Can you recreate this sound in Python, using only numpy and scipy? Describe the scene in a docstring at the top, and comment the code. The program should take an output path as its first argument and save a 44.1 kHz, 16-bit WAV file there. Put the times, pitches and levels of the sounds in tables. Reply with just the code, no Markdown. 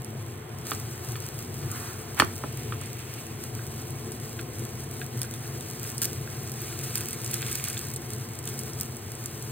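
"""In a kitchen, an omelette is rolled with chopsticks in a square pan on a glass-topped induction hob.
Random noise shaped by resonances makes the fan's drone; wavering sine tones make the coil's hum and whines.
Clouds of tiny clicks make the sizzle, and short cracks with pings make the spits of fat and steam.
The pan is tilted, swung up to flip the roll and set down with a clack of fading tones;
then chopsticks push the roll over the hot metal, heard as jerky clicks, crackles and wooden taps."""
import sys
import numpy as np
from scipy import signal
from scipy.fft import rfft, irfft
from scipy.io import wavfile

SR = 44100
rng = np.random.default_rng(int(sys.argv[2]) if len(sys.argv) > 2 else 0)


def master(y):
    """Save y as 16-bit WAV."""
    cut = np.clip(np.atleast_2d(y).T, -1, 1)
    pcm = np.round(cut * 32767)  # scale
    wavfile.write(sys.argv[1], SR, pcm.astype(np.int16))


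N = 419391

# air resonances of the hob housing: (centre [Hz], width of one filter pass [Hz], relative level [dB])
HOUSING_RESONANCES = [(71, 29, -14.5), (98.8, 23.7, -3), (117.5, 20.4, -1.5), (133.8, 25.3, -1.5),
                      (167, 36, -17.5), (220.7, 25.5, -10), (244.5, 20.6, -11), (334, 25, -10),
                      (361, 30.6, -12), (430.8, 49, -13), (500, 25, -19), (715, 126, -21.5),
                      (1047, 75, -23.5)]
# colour of the fan's rushing air: (frequency [Hz], relative level per Hz [dB])
AIR_COLOUR = [(20, -10), (150, 8.5), (320, 7.5), (560, 3.5), (900, 2.5), (1400, -2.5), (2200, -2.5),
              (2700, -7.5), (3300, -7), (5000, -28), (16000, -64)]
# loudness of the fan's boom before its random waver: (time [s], level [dB])
DRONE_LEVEL = [(0, -39.5), (1.7, -37), (2.6, -37.5), (3.15, -39.5), (3.75, -37.5), (4.2, -36), (5.5, -36.5),
               (6.1, -37.5), (6.8, -37.5), (8.3, -38), (9.51, -38.5)]
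# the fan at the two microphone openings: (frequency [Hz], left minus right [dB], likeness [0-1])
FAN_IMAGE = [(30, 1, 0.9), (70, 2.5, 1), (130, 1.4, 0.99), (235, -0.5, 0.98), (373, 5, 0.98),
             (527, 3.5, 0.54), (720, 3.5, 0.37), (900, 0.5, 0.21), (2200, -3, 0.21), (16000, -13, 0.2)]
# step between the two microphone openings: (frequency [Hz], lead of the left [radians])
PORT_PHASE = [(0, 0), (450, -.1), (1000, -.8), (2150, .8), (3300, .2), (4500, 2.15), (16000, 13.75)]
# whines of the coil: (pitch [Hz], level between the fades [dB], start [s], end [s])
COIL_WHINES = [(2041, -65.5, 4.4, 8.6), (2190, -65.5, 7.2, 9.2)]
# pan raised off the glass: (time [s], length [s], level of the air ringing in the gap [dB])
PAN_LIFTS = [(.3, 0.72, -55.5), (1.597, 0.31, -47)]
# short or longer soft rustles with a flare of frying; the one at 2.165 s swells just before the clack:
# (time [s], length [s], rustle level [dB], relative flare of the frying [dB], rustle centre [Hz])
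RUSTLES = [(0.636, 0.1, -55, -42.5, 2000), (1.01, 0.13, -67, -47, 1600), (1.726, 0.17, -54, -45.5, 1600),
           (2.165, 0.045, -33, -41, 1300), (2.413, 1, -52, -73, 2400)]
# ringing tones of the pan on the glass: (pitch [Hz], relative level [dB], free time to fall 60 dB [s])
PAN_MODES = [(131, -12.5, 0.15), (330, -13, 0.045), (437, -6.5, 0.028), (610, -10, 0.024),
             (850, -12, 0.032), (1038, -12.5, 0.05), (1144, -15, 0.07), (1250, 0.5, 0.028),
             (1357, -10, 0.059), (1700, -1.5, 0.02), (1795, 0.5, 0.025), (2370, -4, 0.029),
             (2540, -5, 0.02), (2880, -9.5, 0.05), (3150, -5, 0.021), (3470, -1.5, 0.016),
             (4446, -1, 0.021), (5280, -4.5, 0.011), (6720, -8, .012), (8100, -4.5, 0.0088)]
# knocks of the pan on the glass:
# (time [s], peak level [dB], softness: treble cut-off [Hz], thinness: bass cut-off [Hz],
#  share of the free ring time [ratio], pitch favoured by the struck spot [Hz], size of that favour [dB])
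PAN_KNOCKS = [(.7172, -15, 4200, 300, 0.76, 1320, 4), (.7195, -23.5, 700, 200, .7, 420, 4),
              (1.155, -24.5, 5000, 1000, 1.6, 1760, -1), (1.6287, -31, 6000, 800, 0.87, 850, 1),
              (2.1989, 1, 13000, 600, 0.76, 1754, 5), (2.2032, -12, 600, 100, 0.65, 303, 4),
              (2.2216, -4.5, 1900, 500, 0.29, 1170, 7), (2.2256, -15, 450, 110, 0.73, 330, 8),
              (2.4378, -20, 1400, 300, .8, 1030, 11), (2.4422, -20.5, 600, 150, 0.75, 340, 2),
              (2.7227, -20, 2900, 950, 1, 1270, 7), (2.817, -33.5, 2200, 900, 0.67, 1270, 8)]
# ringing tones of bamboo chopsticks: (pitch [Hz], relative level [dB], free time to fall 60 dB [s])
BAMBOO_MODES = [(1400, -10, 0.042), (1619, -7, 0.055), (1890, -6.5, 0.022), (2504, -4, 0.025),
                (3294, -6, 0.025), (3640, -6.5, 0.021), (4300, -7.5, 0.019)]
# chopstick taps:
# (time [s], peak level [dB], softness: treble cut-off [Hz], thinness: bass cut-off [Hz],
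#  share of the free ring time [ratio], pitch favoured by the struck spot [Hz], size of that favour [dB])
CHOPSTICK_TAPS = [(3.591, -33, 1900, 800, 0.8, 1500, 4), (4.39, -26, 4000, 800, 0.98, 1630, 4),
                  (4.3935, -28.5, 4500, 1300, 1.3, 2600, 4), (5.0147, -25, 3600, 1200, 0.75, 1630, 5),
                  (5.2167, -26, 9000, 2800, 0.6, 3600, 5), (5.241, -34, 2200, 900, 0.89, 1500, 4),
                  (5.338, -32.5, 6000, 3000, 0.83, 3700, 8), (5.609, -33, 8000, 3200, .6, 4200, 6),
                  (5.849, -32, 4000, 1500, .7, 2290, -1), (6.02, -29.5, 2500, 900, 1.7, 1470, 9),
                  (6.274, -33, 2000, 700, 1, 1400, 4), (6.954, -25.5, 6020, 1700, 0.38, 2430, 5),
                  (6.974, -27, 5000, 1500, 0.46, 2390, 9), (7.0073, -28.5, 4490, 1700, .51, 2450, 5),
                  (7.333, -26, 6000, 2600, 1.4, 3890, 4), (7.4265, -22.5, 4500, 1900, 0.45, 2350, 4),
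                  (7.464, -28, 6000, 2200, .6, 3390, 7), (7.518, -26, 4500, 1600, .7, 2140, 2),
                  (7.65, -33, 4000, 1800, .7, 2400, 5), (7.6755, -31, 4500, 1700, 0.52, 2230, 5),
                  (7.7695, -23.5, 6000, 2400, .7, 3500, 8), (8.475, -27, 7000, 2396, .86, 3350, 3)]
# chopsticks push the roll: (time [s], length [s], relative force before the build-up is applied [dB])
PUSHES = [(5.72, 0.46, -59), (6.178, 0.31, -58), (6.564, 0.57, -48), (7.209, 0.53, -43),
          (8.423, 0.089, -53)]
# colour of wet egg rubbing over the pan: (frequency [Hz], relative level per Hz [dB])
RUB_COLOUR = [(400, -22), (1200, -8), (1600, -3), (1900, -11), (2150, 15), (2800, 6), (3600, -1),
              (4400, -7), (5400, -12), (6600, 6), (9000, 7), (16000, -8)]
# colour of the frying egg: (frequency [Hz], relative level per Hz [dB])
FRY_COLOUR = [(300, -47), (1200, 2), (2200, -1), (3600, -3), (5400, 2.5), (7000, 0), (9000, 1.5),
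              (11500, -1), (14000, 1), (16000, -4.5)]
# single spits of fat and bursting steam blisters:
# (time [s], relative strength [dB], centre [Hz], droplets against the crack [dB])
SPITS = [(.046, -20.5, 10500, -24), (.283, -39, 9000, -22), (.484, -37, 9000, -22),
         (0.586, -24, 15000, -24), (0.749, -19, 7380, -22), (0.7976, -26, 9020, -22),
         (1.254, -28, 8050, -22), (1.715, -15, 9900, -8), (1.7998, -23, 8870, -20), (2.356, -23, 8320, -10),
         (2.813, -19.5, 8610, -18), (2.8589, -22, 9070, -14), (3.2665, -23, 8760, -20),
         (3.8174, -24, 9100, -20), (3.906, -22.5, 9820, -20), (4.119, -19, 9130, -9),
         (4.5935, -20, 9030, -7), (4.9386, -25, 14600, -22), (4.996, -27, 9500, -24),
         (5.2164, -8, 11500, -28), (5.231, -14.5, 9000, -12), (5.2484, -26, 8600, -24),
         (5.3385, -20, 9630, -14), (5.6082, -20, 8700, -20), (5.7713, -27, 14300, -22),
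         (5.8311, -16, 14200, -17), (5.9469, -26, 14400, -20), (5.9805, -12, 10000, -13),
         (6.0172, -8, 13600, -12), (6.432, -25, 14000, -22), (6.475, -23, 9000, -22),
         (6.5181, -18, 9470, -22), (6.618, -17, 13800, -22), (6.8388, -20, 9080, -14),
         (6.9553, -5, 10900, -14), (6.9747, -14, 9400, -20), (6.9799, -12.5, 9200, -18),
         (7.008, -15, 9200, -22), (7.086, -12, 15000, -14), (7.1084, -18, 14400, -20),
         (7.1302, -13, 9460, -10), (7.245, -13.5, 9190, -7), (7.262, -14, 7530, -24),
         (7.3115, -13, 13400, -22), (7.334, -17, 14300, -18), (7.3419, -17, 9400, -16),
         (7.464, -15.5, 8420, -10), (7.514, -15, 10000, -17), (7.528, -12, 9100, -20),
         (7.6402, -9, 12500, -22), (7.659, -23, 9070, -18), (7.7, -14, 9770, -16), (7.777, -14, 8660, -14),
         (7.937, -16, 10300, -6), (7.961, -13, 8860, -7), (8.092, -32, 9000, -20),
         (8.1341, -16.5, 9100, -10), (8.353, -25, 9000, -20), (8.389, -19, 8950, -10),
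         (8.455, -19, 9000, -16), (8.489, -18, 9600, -12), (8.80, -18, 8840, -26),
         (8.8133, -20, 13800, -26), (9.152, -24, 8800, -22), (8.4404, -23, 8730, -16),
         (8.4755, -15, 10000, -22), (8.5905, -13, 8750, -6), (8.7336, -22, 8240, -18),
         (8.8103, -8, 14600, -28), (8.9677, -20.5, 10200, -15), (9.259, -12.5, 12500, -20),
         (9.424, -19, 8550, -10)]
# wet egg pressed on to hot metal: (time [s], length [s], relative level [dB])
SQUEEZES = [(5.858, 0.037, -40), (6.017, 0.018, -25.5), (6.042, 0.013, -27), (6.834, 0.015, -34.5),
            (7.335, .012, -28), (7.516, 0.01, -31.5), (7.55, 0.0055, -30), (7.573, 0.018, -39),
            (7.646, 0.013, -40)]

TOP_HZ = 15800  # nearly nothing is heard above this
TIME = np.arange(N) / SR  # seconds
HZ = np.maximum(np.fft.rfftfreq(N, 1 / SR), 1)  # frequencies, kept above zero for the logarithm
HUM_HZ, HUM_DB = 118.4, -50.5  # low hum of the coil
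LIFT_ATTACK_S, LIFT_RELEASE_S = 0.12, 1
RUSTLE_ATTACK_S, RUSTLE_RELEASE_S = 0.033, 0.29
SPOT_WIDTH_HZ = 150  # how widely the struck spot favours the tones around its pitch
IN_STEP_HZ = 1500  # tones up to here all start in the same direction
# chatter of touching surfaces, against the ringing tones
PAN_CHATTER_DB, BAMBOO_CHATTER_DB, CHATTER_T60_S = -6, -3, 0.055
PUSH_ATTACK_S, PUSH_RELEASE_S, PUSH_BUILD_DB = 0.12, 0.38, 2.5  # each push gathers force as it goes
# frying flares with a push, but grows more slowly than its force
PUSH_FRY_DB, PUSH_FRY_POWER = -19.5, 0.48
# the egg fries quietly until the tilt lets it run over bare metal, then steadily (relative levels)
WET_S, QUIET_FRY_DB, STEADY_FRY_DB = 0.65, -53, -47.5
# lesser spits at random: average rate, relative strength and its scatter, centre, droplets against crack
SPITS_PER_S, SMALL_SPIT_DB, SMALL_SPIT_SCATTER_DB = 9, -33, 5.5
SMALL_SPIT_HZ, SMALL_DROPLETS_DB = 9200, -13
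CRACK_T60_S, DROPLETS_T60_S, PING_T60_S = 0.003, 0.044, 0.0015  # times to fall 60 dB


def undb(db):
    """Turn decibels into a plain multiplier."""
    return 10 ** (np.asarray(db) / 20)


def level(x, db):
    """Set the average (rms) level."""
    return x * undb(db) / np.sqrt(np.mean(x ** 2))


def across(rows, axis=1):
    """Read one column of a table at every frequency."""
    rows = np.array(rows)
    return np.interp(np.log(HZ), np.log(rows[:, 0]), rows[:, axis])


def filtered(x, response):
    """Make each frequency stronger or weaker, as the response says."""
    return irfft(rfft(x) * response, N)


def resonance(hz, width_hz):
    """Response of one resonance, 1 at its centre."""
    return 1 / (1 + 1j * hz / width_hz * (HZ / hz - hz / HZ))


def walk(rate):
    """Wander at random between points, rate of them per second, with a spread near 1."""
    knots = np.arange(0, TIME[-1] + 1, 1 / rate)
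    return 1.182 * np.interp(TIME, knots, rng.standard_normal(len(knots)))


def grains(rate, spread_db):
    """Tiny random clicks, rate per second; a wider spread makes a few stand out; rms 1."""
    happens = rng.random(N) < rate / SR
    size = np.minimum(rng.exponential(size=N), 4.8)
    direction = rng.choice([-1, 1], N)
    return level(happens * undb(spread_db * size) * direction, 0)


def ports(direct, diffuse, likeness, pan_db):
    """Direct sound reaches the two microphone openings out of step; diffuse sound differs at each."""
    side = np.array([[.5], [-.5]])
    share = np.clip(likeness, 0, 1)
    phase = side * np.interp(HZ, *np.transpose(PORT_PHASE))
    near = rfft(direct) * np.exp(1j * phase)
    mixed = near * np.sqrt(share) + rfft(diffuse) * np.sqrt(1 - share)
    return irfft(mixed * undb(side * pan_db), N)


def kitchen(x, t60, damp_hz):
    """Dense reflections from hob, wall and pots, different at each opening, with the treble dulled."""
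    t = TIME[:SR // 2]
    tail = rng.standard_normal((2, len(t))) * 1000 ** (-t / t60)
    tail *= 1 - np.exp(-t / 0.00013)  # a very quick rise
    tail /= np.sqrt(np.sum(tail ** 2, axis=1, keepdims=True))
    reflected = signal.fftconvolve(x[None], tail, axes=1)[:, :N]
    return filtered(reflected, 1 / (1 + 1j * HZ / damp_hz))


def add(track, s, sound):
    """Lay a sound into a track at time s."""
    start = int(max(s, 0) * SR)
    track[start:start + len(sound)] += sound[:max(N - start, 0)]


def gesture(s, length, attack_s, release_s, build_db=0):
    """One movement: a rise, a hold that may gather force, and a fall of 60 dB in release_s."""
    age = TIME - s
    # the hold builds from 2 * build_db below full force to build_db below it
    hold = undb(build_db * (np.clip(age / length, 0, 1) - 2.0))
    fall = 1000 ** (-np.maximum(age - length, 0) / release_s)
    return np.clip(age / attack_s, 0, 1) * hold * fall


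def fan(air_db=-46, waver_db=1.0):
    """Turbulence from the fan booms in the housing and rushes out of the vent."""
    power = sum(abs(undb(db) * resonance(hz, width) ** 2) ** 2 for hz, width, db in HOUSING_RESONANCES)
    boom = level(filtered(rng.standard_normal((3, N)), np.sqrt(power)), 0)
    drone_db = np.interp(TIME, *np.transpose(DRONE_LEVEL)) + waver_db * walk(5.4)
    air = level(filtered(rng.standard_normal((3, N)), undb(across(AIR_COLOUR))), air_db)
    sound = boom * undb(drone_db) + air * undb(.5 * walk(3.22))
    return ports(sound[0], sound[1:], across(FAN_IMAGE, axis=2), across(FAN_IMAGE))


def coil(drift_hz=2.534, waver_db=2.0, fade_s=0.18):
    """The magnetic field shakes the pan: a steady low hum, and thin whines that fade in and out."""
    def tone(hz, db):
        """One line that wavers in pitch and loudness."""
        turns = np.cumsum(hz + drift_hz * walk(9)) / SR
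        return level(np.sin(2 * np.pi * turns) * undb(waver_db * walk(3.6)), db)

    out = tone(HUM_HZ, HUM_DB)
    for hz, db, start, end in COIL_WHINES:
        fade = np.clip(np.minimum(TIME - start, end - TIME) / fade_s, 0, 1)
        out = out + tone(hz, db) * fade
    return ports(out, np.zeros((2, N)), 1, across(FAN_IMAGE))


def lifted_pan(uneven_db=3.0, rustle_width_hz=1900):
    """The gap under the raised pan rings hollow; uneven clouds of clicks make soft rustles."""
    raised = sum(undb(db) * gesture(s, length, LIFT_ATTACK_S, LIFT_RELEASE_S)
                 for s, length, db in PAN_LIFTS)
    hollow = filtered(rng.standard_normal((3, N)), resonance(hz=1250, width_hz=850) ** 2)
    sound = level(hollow, 0) * raised
    clicks = np.array([grains(rate=2000, spread_db=0.5) for _ in range(3)])
    uneven = clicks * undb(uneven_db * walk(42))
    for s, length, db, _, hz in RUSTLES:
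        band = signal.iirpeak(hz, hz / rustle_width_hz, fs=SR)
        rustle = signal.lfilter(*band, signal.lfilter(*band, uneven))
        sound = sound + level(rustle, db) * gesture(s, length, RUSTLE_ATTACK_S, RUSTLE_RELEASE_S)
    return ports(sound[0], sound[1:], likeness=0.39, pan_db=-4.0)


def strike(blows, modes, chatter_db):
    """Blows ring tones coloured by the struck spot; soft contacts lose treble, light ones bass."""
    out, t = np.zeros(N), TIME[:SR // 5]
    for s, db, soft_hz, thin_hz, free, spot_hz, spot_db in blows:
        detune = 1 + 0.0074 * rng.standard_normal(len(modes))
        ring = np.zeros(len(t))
        for k, (hz, gain_db, t60) in enumerate(modes):
            favour_db = spot_db * np.exp(-((hz - spot_hz) / SPOT_WIDTH_HZ) ** 2)
            # higher tones start in alternate directions
            direction = (-1) ** (k * (hz > IN_STEP_HZ))
            tone = np.sin(2 * np.pi * hz * detune[k] * t) * 1000 ** (-t / (t60 * free))
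            ring += direction * undb(gain_db + favour_db) * tone
        # the surfaces chatter against each other for a moment
        chatter = rng.standard_normal(len(t)) * 1000 ** (-t / (CHATTER_T60_S * free))
        ring = ring + undb(chatter_db) * chatter
        ring = signal.lfilter(*signal.butter(2, min(soft_hz, SR / 2 - 2000), fs=SR), ring)
        ring = signal.lfilter(*signal.butter(2, min(thin_hz, SR / 2 - 2000), "high", fs=SR), ring)
        add(out, s, ring * undb(db) / abs(ring).max())
    return out


def knocks():
    """The pan clacks on the glass; the chopsticks tap the pan and each other."""
    pan = strike(PAN_KNOCKS, PAN_MODES, PAN_CHATTER_DB)
    sound = pan + strike(CHOPSTICK_TAPS, BAMBOO_MODES, BAMBOO_CHATTER_DB)
    return ports(sound, kitchen(sound, t60=0.16, damp_hz=7000), likeness=0.8, pan_db=-2.0)


def pushing():
    """Force with which the roll is pushed along."""
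    return sum(undb(db) * gesture(s, length, PUSH_ATTACK_S, PUSH_RELEASE_S, PUSH_BUILD_DB)
               for s, length, db in PUSHES)


def slide(jerk_db=4.5, woody_db=-5, woody_width_hz=400):
    """The pushed roll sticks and slips over the pan, with a dense, woody grain of friction."""
    clicks = np.array([grains(rate=400, spread_db=2.5) for _ in range(3)])
    slips = level(filtered(clicks, undb(across(RUB_COLOUR))), 0)
    wood = sum(undb(db) * resonance(hz, woody_width_hz) for hz, db, _ in BAMBOO_MODES)
    woody_grain = level(filtered(grains(rate=160, spread_db=2.5), wood), woody_db)
    sound = (slips * undb(jerk_db * walk(70)) + woody_grain) * pushing()
    return ports(sound[0], sound[1:], likeness=0.59, pan_db=-2.5)


def tearing(tear_db=-3, burst_db=6, burst_per_s=38):
    """The sliding roll peels off the metal in patches; wet patches flash into bursts of crackles."""
    bursts = undb(burst_db * np.clip(walk(burst_per_s), -2, 1.5))
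    crackles = grains(rate=2000, spread_db=5.0) * bursts
    sound = level(filtered(crackles, undb(across(FRY_COLOUR))), tear_db) * pushing()
    return ports(sound, kitchen(sound, t60=0.04, damp_hz=18000), likeness=0.88, pan_db=0)


def rustle_flare():
    """Flare of the frying along with each rustle."""
    return sum(undb(db) * gesture(s, length, RUSTLE_ATTACK_S, RUSTLE_RELEASE_S)
               for s, length, _, db, _ in RUSTLES)


def frying():
    """How hard the egg fries: a base level, and harder with each rustle and each push."""
    base_db = np.interp(TIME, [WET_S, WET_S + RUSTLE_ATTACK_S], [QUIET_FRY_DB, STEADY_FRY_DB])
    pushed = undb(PUSH_FRY_DB) * pushing() ** PUSH_FRY_POWER
    return np.sqrt(undb(base_db) ** 2 + rustle_flare() ** 2 + pushed ** 2)


def sizzle(fry_db=4, crackle_db=-4, flicker_db=1.53):
    """Countless steam bubbles burst under the egg: a fine fizz with sparser, brighter crackles."""
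    bright = filtered(grains(rate=220, spread_db=4.0), resonance(hz=11300, width_hz=14000))
    bubbles = grains(rate=9000, spread_db=0.0) + level(bright, crackle_db)
    fizz = level(filtered(bubbles, undb(across(FRY_COLOUR))), fry_db)
    sound = fizz * frying() * undb(flicker_db * walk(25))
    return ports(sound, kitchen(sound, t60=0.0041, damp_hz=24700), likeness=0.97, pan_db=0.5)


def small_spits():
    """Lesser spits at random moments, as rows like those of SPITS."""
    slots = np.arange(WET_S, TIME[-1], 1 / SPITS_PER_S)
    chance = rng.uniform(-1.6, 1, (len(slots), 2))
    rows = []
    for s, (late, size) in zip(slots, chance):
        strength_db = SMALL_SPIT_DB + SMALL_SPIT_SCATTER_DB * size
        rows.append((s + abs(late) / SPITS_PER_S, strength_db, SMALL_SPIT_HZ, SMALL_DROPLETS_DB))
    return rows


def spits(spit_db=8, squeeze_db=3.5, snap_db=4.5, ping_db=3):
    """Single blisters snap and ping; wet egg pressed on to the metal by chopsticks hisses briefly."""
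    out, t = np.zeros(N), TIME[:SR // 16]
    for s, db, hz, droplets_db in SPITS + small_spits():
        # the skin breaks with a crack, then droplets scatter
        fall = 1000 ** (-t / CRACK_T60_S) + undb(droplets_db) * 1000 ** (-t / DROPLETS_T60_S)
        snap = rng.standard_normal(len(t)) * fall
        snap[0] = undb(snap_db)
        snap = signal.lfilter(*signal.iirpeak(min(hz, TOP_HZ), .9, fs=SR), snap)
        # the opened pocket of steam pings for a few cycles
        snap = snap + undb(ping_db) * np.sin(2 * np.pi * hz * t) * 1000 ** (-t / PING_T60_S)
        # each spit starts 0.49 ms after its listed time
        add(out, s + 0.00049, snap * undb(db + spit_db) / np.sqrt(np.sum(snap ** 2)))
    fizz = grains(rate=2300, spread_db=4.5)
    for s, length, db in SQUEEZES:
        rise = np.clip((TIME - s) / 0.0026, 0, 1)
        fall = 1000 ** (-np.maximum(TIME - s - length, 0) / 0.0065)
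        out += fizz * rise * fall * undb(db + squeeze_db)
    sound = filtered(out, undb(across(FRY_COLOUR)) * resonance(hz=14500, width_hz=34000))
    return ports(sound, kitchen(sound, t60=0.051, damp_hz=18000), likeness=0.82, pan_db=-1.5)


def scene():
    """Hob, pan, chopsticks and egg together."""
    hob = fan() + coil()
    pan = lifted_pan() + knocks()
    egg = slide() + tearing() + sizzle() + spits()
    return hob + pan + egg


def record(dry):
    """A steep filter cuts the very top of the treble."""
    return signal.sosfilt(signal.ellip(10, .2, 70, TOP_HZ, fs=SR, output="sos"), dry)


dry = scene()
out = record(dry)
master(out)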